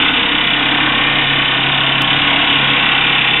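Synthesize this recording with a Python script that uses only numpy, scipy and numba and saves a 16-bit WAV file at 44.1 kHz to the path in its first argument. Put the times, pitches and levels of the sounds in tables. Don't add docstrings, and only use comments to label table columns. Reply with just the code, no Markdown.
import sys
import numpy as np
from scipy import signal
from scipy.io import wavfile
from scipy.ndimage import uniform_filter1d, minimum_filter1d
from numba import njit

SR = 44100
rng = np.random.default_rng(int(sys.argv[2]) if len(sys.argv) > 2 else 0)


def natural_amplitude(level_db):
    exponent = np.asarray(level_db, float) / 20
    return 10 ** exponent


def inscribe(sig):
    pcm = np.round(np.clip(np.atleast_2d(sig).T, -1, 1) * 32767)
    wavfile.write(sys.argv[1], SR, pcm.astype(np.int16))


N = 149940
BLOWS_HZ = 33.85
PRE_S = .5


def unit(x):
    return x / np.sqrt(np.mean(x ** 2))


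def on_log(table, hz):
    table_hz, value = np.array(table).T
    return np.interp(np.log(hz), np.log(table_hz), value)


def band(x, order, low_hz, high_hz):
    return signal.sosfilt(signal.butter(order, [low_hz, high_hz], "band", fs=SR, output="sos"), x)


def pole(hz, t60):
    return np.exp(2j * np.pi * hz / SR - np.log(1000) / (t60 * SR))


@njit
def ring(poles, when, kick, n):
    out = np.zeros(n)
    for m in range(len(poles)):
        state, k, p = 0j, 0, poles[m]
        for i in range(n):
            state *= p
            if k < when.shape[0] and i >= when[k, m]:
                state += kick[k, m]
                k += 1
            out[i] += state.imag
    return out


# t/s, lead on an even beat/strokes
STROKE_LEAD = [(0, .37), (.09, .39), (.14, .52), (.35, .26), (.6, -.09), (.87, -.02), (1.0, -.09),
               (1.36, .1), (1.6, -.18), (1.75, -.05), (1.97, .01), (2.07, -.16), (2.35, .2), (2.52, .51),
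               (2.7, .57), (3.02, .2), (3.16, .35), (3.4, .1)]


def piston(t):
    lead = uniform_filter1d(np.interp(t, *np.array(STROKE_LEAD).T), size=1500)
    strokes = BLOWS_HZ * t + lead
    beat = t[1:][np.diff(np.floor(strokes)) > 0]
    return strokes, beat


# t/s, level/dB
HALF_MISSES = [(.105, -16.5)]


def strike(beat):
    head_start_s, jitter_s, scatter_db = .002, .0006, .6
    blows = beat - head_start_s + jitter_s * rng.standard_normal(len(beat))
    db = scatter_db * rng.standard_normal(len(beat))
    for s, weak_db in HALF_MISSES:
        db[np.argmin(abs(blows - s))] = weak_db
    return blows, natural_amplitude(db)


# t/s, force of the blows level/dB, duct boom level/dB (before its trim)
WORKLOAD = [(0, -8.5, -31), (.25, -11.5, -34.5), (0.501, -12.5, -36), (0.802, -10.5, -31),
            (1.049, -11.5, -31.5), (1.301, -12, -26.5), (1.5, -13, -29), (1.7, -12.5, -24),
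            (1.951, -13.5, -28), (2.149, -10, -24), (2.402, -9, -29.5), (2.601, -8.5, -24.5),
            (2.9, -9.5, -29.5), (3.151, -11, -29.5), (3.4, -12, -28)]


def effort(t):
    s, force_db, boom_db = np.array(WORKLOAD).T
    return natural_amplitude(np.interp(t, s, force_db)), natural_amplitude(np.interp(t, s, boom_db))


STATIONS = [0, 1.1, 2.3, 3.4]
# f/Hz, relative level/dB
WALL_COLOUR = [(60, -38), (100, -17.5), (190, -10.5), (250, -9), (360, -15), (580, -18.5), (750, -9),
               (1250, -10), (1650, -10), (2200, -5.5), (2700, -8), (3150, -15), (3600, -2.5), (4300, -7.5)]
# f/Hz, t60/s
WALL_RING = [(100, .45), (500, .27), (1100, .27), (2000, .17), (3000, .13), (3800, .09)]
# f/Hz, width/Hz, relative level/dB at each of the four stations
WALL_CLUSTERS = [(286, 57, -2.5, -4, -4.5, -10.5), (472, 67, -9, -8, -13, -8.5),
                 (710, 150, -16.5, -9.5, -11.5, -20.5), (790, 44, -23.5, -15.5, -9, -7),
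                 (1091, 100, -11.5, -5.5, -4.5, -9.5), (1486, 110, -8, -3.5, -5, -4),
                 (1810, 58, -10.5, 3, -15, -9), (2064, 25, -1, -3, -4, -3), (2404, 99, -7, -1, -4, 3),
                 (2670, 81, -3, -7.5, -1.5, 1), (2948, 290, -1, -3, -3.5, -3.5),
                 (3470, 66, -8, -23, -13.5, 8)]


def walls(blows, size, n, count=640):
    place, ring_luck, phase, drift, smear = rng.random((count, 5)).T
    hz = 60 + 4240 * (np.arange(count) + place) / count
    t60 = on_log(WALL_RING, hz) * (.7 + .6 * ring_luck)
    power = np.tile(natural_amplitude(on_log(WALL_COLOUR, hz)) ** 2, (len(blows), 1))
    for f, width, *db in WALL_CLUSTERS:
        swell = natural_amplitude(np.interp(blows - PRE_S, STATIONS, db))
        power = power + np.outer(swell ** 2, np.exp(-(2 * (hz - f) / width) ** 2))
    chance = .1 * rng.standard_normal((len(blows), count))
    turn = phase + 1.5 * (2 * drift - 1) * blows[:, None] + chance
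    lag_s, spread_s = .012, .004
    lag = lag_s * (np.sqrt(4300 / hz) - 1).clip(0, 1.2) + spread_s * smear
    kick = np.sqrt(power / t60) * np.exp(2j * np.pi * turn) * size[:, None]
    return ring(pole(hz, t60), (blows[:, None] + lag) * SR, kick, n)


# f/Hz, t60/s, level/dB against the force at each of the four stations
PANEL_MODES = [(258, .2, -20, -24, -26, -29), (286, .25, -16, -19, -21, -24),
               (305, .25, -19, -18, -20, -21), (480, .4, -30, -28, -29, -26),
               (826, .35, -34, -27, -25, -20), (894, .4, -34, -30, -23, -30), (964, .4, -27, -26, -19, -22),
               (1087, .35, -28, -24, -19, -20), (1114, .35, -30, -22, -21, -27),
               (1475, .35, -22, -19, -23, -22), (1810, .3, -27, -18, -27, -28),
               (2350, .3, -23, -20, -19, -18), (2869, .35, -17, -18, -14, -14),
               (3010, .3, -18, -18, -16, -18), (3340, .3, -23, -23, -17, -21)]


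def panels(blows, size, n):
    rows = np.array(PANEL_MODES)
    hz, t60 = rows[:, 0], rows[:, 1]
    db = np.array([np.interp(blows - PRE_S, STATIONS, row[2:]) for row in rows]).T
    per_blow = np.sqrt(2 * np.log(1000) * 2 / (t60 * BLOWS_HZ))
    kick = natural_amplitude(db) * size[:, None] * per_blow
    kick = kick * np.exp(2j * np.pi * .12 * rng.standard_normal(kick.shape))
    when = np.tile(blows[:, None] * SR, (1, len(rows)))
    return ring(pole(hz, t60), when, kick, n)


# f/Hz, width/Hz, lag after the blow t/s, decay t/s,
# level/dB against the force before the hall is mixed in
CRACK_BANDS = [(3653, 720, 0, 0.0076, -5.5), (3045, 630, 0.002, 0.0078, -9.5), (2610, 790, 0, 0.0065, -18),
               (2140, 860, 0.014, 0.015, -18)]


def crack(t, blows, size):
    rise_s, renew_s = .0008, .5
    alike = .6
    length = SR // 10
    out = 0
    for hz, width, lag, decay, db in CRACK_BANDS:
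        k = (np.searchsorted(blows + lag, t) - 1).clip(0)
        age = (t - blows[k] - lag).clip(0)
        gate = size[k] * (1 - np.exp(-age / rise_s)) * np.exp(-age / decay)
        fresh, kept = rng.standard_normal(len(t)), rng.standard_normal((12, length))
        spot = (blows[k] + PRE_S) / renew_s
        now, at = spot.astype(int), (age * SR).astype(int) % length
        bend = np.pi / 2 * (spot % 1)
        same = np.cos(bend) * kept[now, at] + np.sin(bend) * kept[now + 1, at]
        noise = np.sqrt(alike) * same + np.sqrt(1 - alike) * fresh
        out = out + natural_amplitude(db) * unit(band(gate * noise, 2, hz - width / 2, hz + width / 2))
    return out


def hall(x):
    t60_s, gap_s, spots = .9, .015, 8
    t = np.arange(SR) / SR
    fade = natural_amplitude(-60 * t / t60_s) * (1 - np.exp(-(t / gap_s) ** 2))
    spot = np.linspace(0, spots - 1, len(x))
    out = 0
    for k in range(spots):
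        share = np.cos(np.pi / 2 * (spot - k).clip(-1, 1))
        out = out + signal.fftconvolve(x * share, rng.standard_normal(SR) * fade)[:len(x)]
    return out / np.sqrt(np.sum(fade ** 2))


def boom(beat, size, n):
    hz, t60_s = 136.1, .25
    x = ring(np.array([pole(hz, t60_s)]), (beat[:, None] + PRE_S) * SR, size[:, None] + 0j, n)
    return unit(band(x, 2, hz - 18, hz + 18))


# multiple of the stroke rate, level/dB (rms), phase/turns
THUMP_HARMONICS = [(1, -40, 0.065), (2, -51.5, 0.045), (3, -52.5, 1), (5, -41, 0.37)]


def thump(t, strokes, beat):
    x = 0
    for k, db, turn in THUMP_HARMONICS:
        x = x + natural_amplitude(db) * np.sqrt(2) * np.cos(2 * np.pi * (k * strokes + turn))
    waver_db = 1.5 * rng.standard_normal(len(beat[::2]))
    return x * natural_amplitude(np.interp(t, beat[::2], waver_db))


def rumble(n):
    return unit(band(rng.standard_normal(n), 1, 20, 70))


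def scene():
    pre = int(PRE_S * SR)
    t = np.arange(-pre, N) / SR
    n = len(t)
    strokes, beat = piston(t)
    blows, size = strike(beat)
    force, boom_level = effort(t)
    near = natural_amplitude(1.5) * unit(walls(blows + PRE_S, size, n)) + crack(t, blows, size)
    near = near * force
    hall_gain = natural_amplitude(-5)
    near = (near + hall_gain * hall(near)) / np.hypot(1, hall_gain)
    near = near + panels(blows + PRE_S, size, n) * force
    low = natural_amplitude(2) * boom(beat, size, n) * boom_level + thump(t, strokes, beat)
    return (near + low + natural_amplitude(-52) * rumble(n))[None, pre:]


def tick():
    at_s, fall_s = 2.0209, .0005
    after = np.arange(N) / SR - at_s
    x = natural_amplitude(-5.5) * (after >= 0) * np.exp(-after.clip(0) / fall_s)
    return signal.sosfilt(signal.butter(1, 900, "high", fs=SR, output="sos"), x)


def gain_control(x):
    heard = np.sqrt(uniform_filter1d(x ** 2, int(.12 * SR)))
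    return x * (natural_amplitude(-13.3) / heard) ** .5


def limit(x):
    ceiling, hold = .92, int(.004 * SR)
    gain = minimum_filter1d(ceiling / np.maximum(abs(x), ceiling), 2 * hold + 1)
    return x * uniform_filter1d(uniform_filter1d(gain, hold), hold)


def band_limit(x):
    return signal.sosfilt(signal.butter(12, 15800, fs=SR, output="sos"), x)


def record(dry):
    squash = 1.4
    x = np.tanh(squash * gain_control(dry)) / squash
    x = signal.sosfilt(signal.butter(14, 4300, fs=SR, output="sos"), x)
    x = signal.sosfilt(signal.cheby2(12, 60, 4309, fs=SR, output="sos"), x)
    mix = limit(x) + tick()
    return band_limit(mix)


dry = scene()
out = record(dry)
inscribe(out)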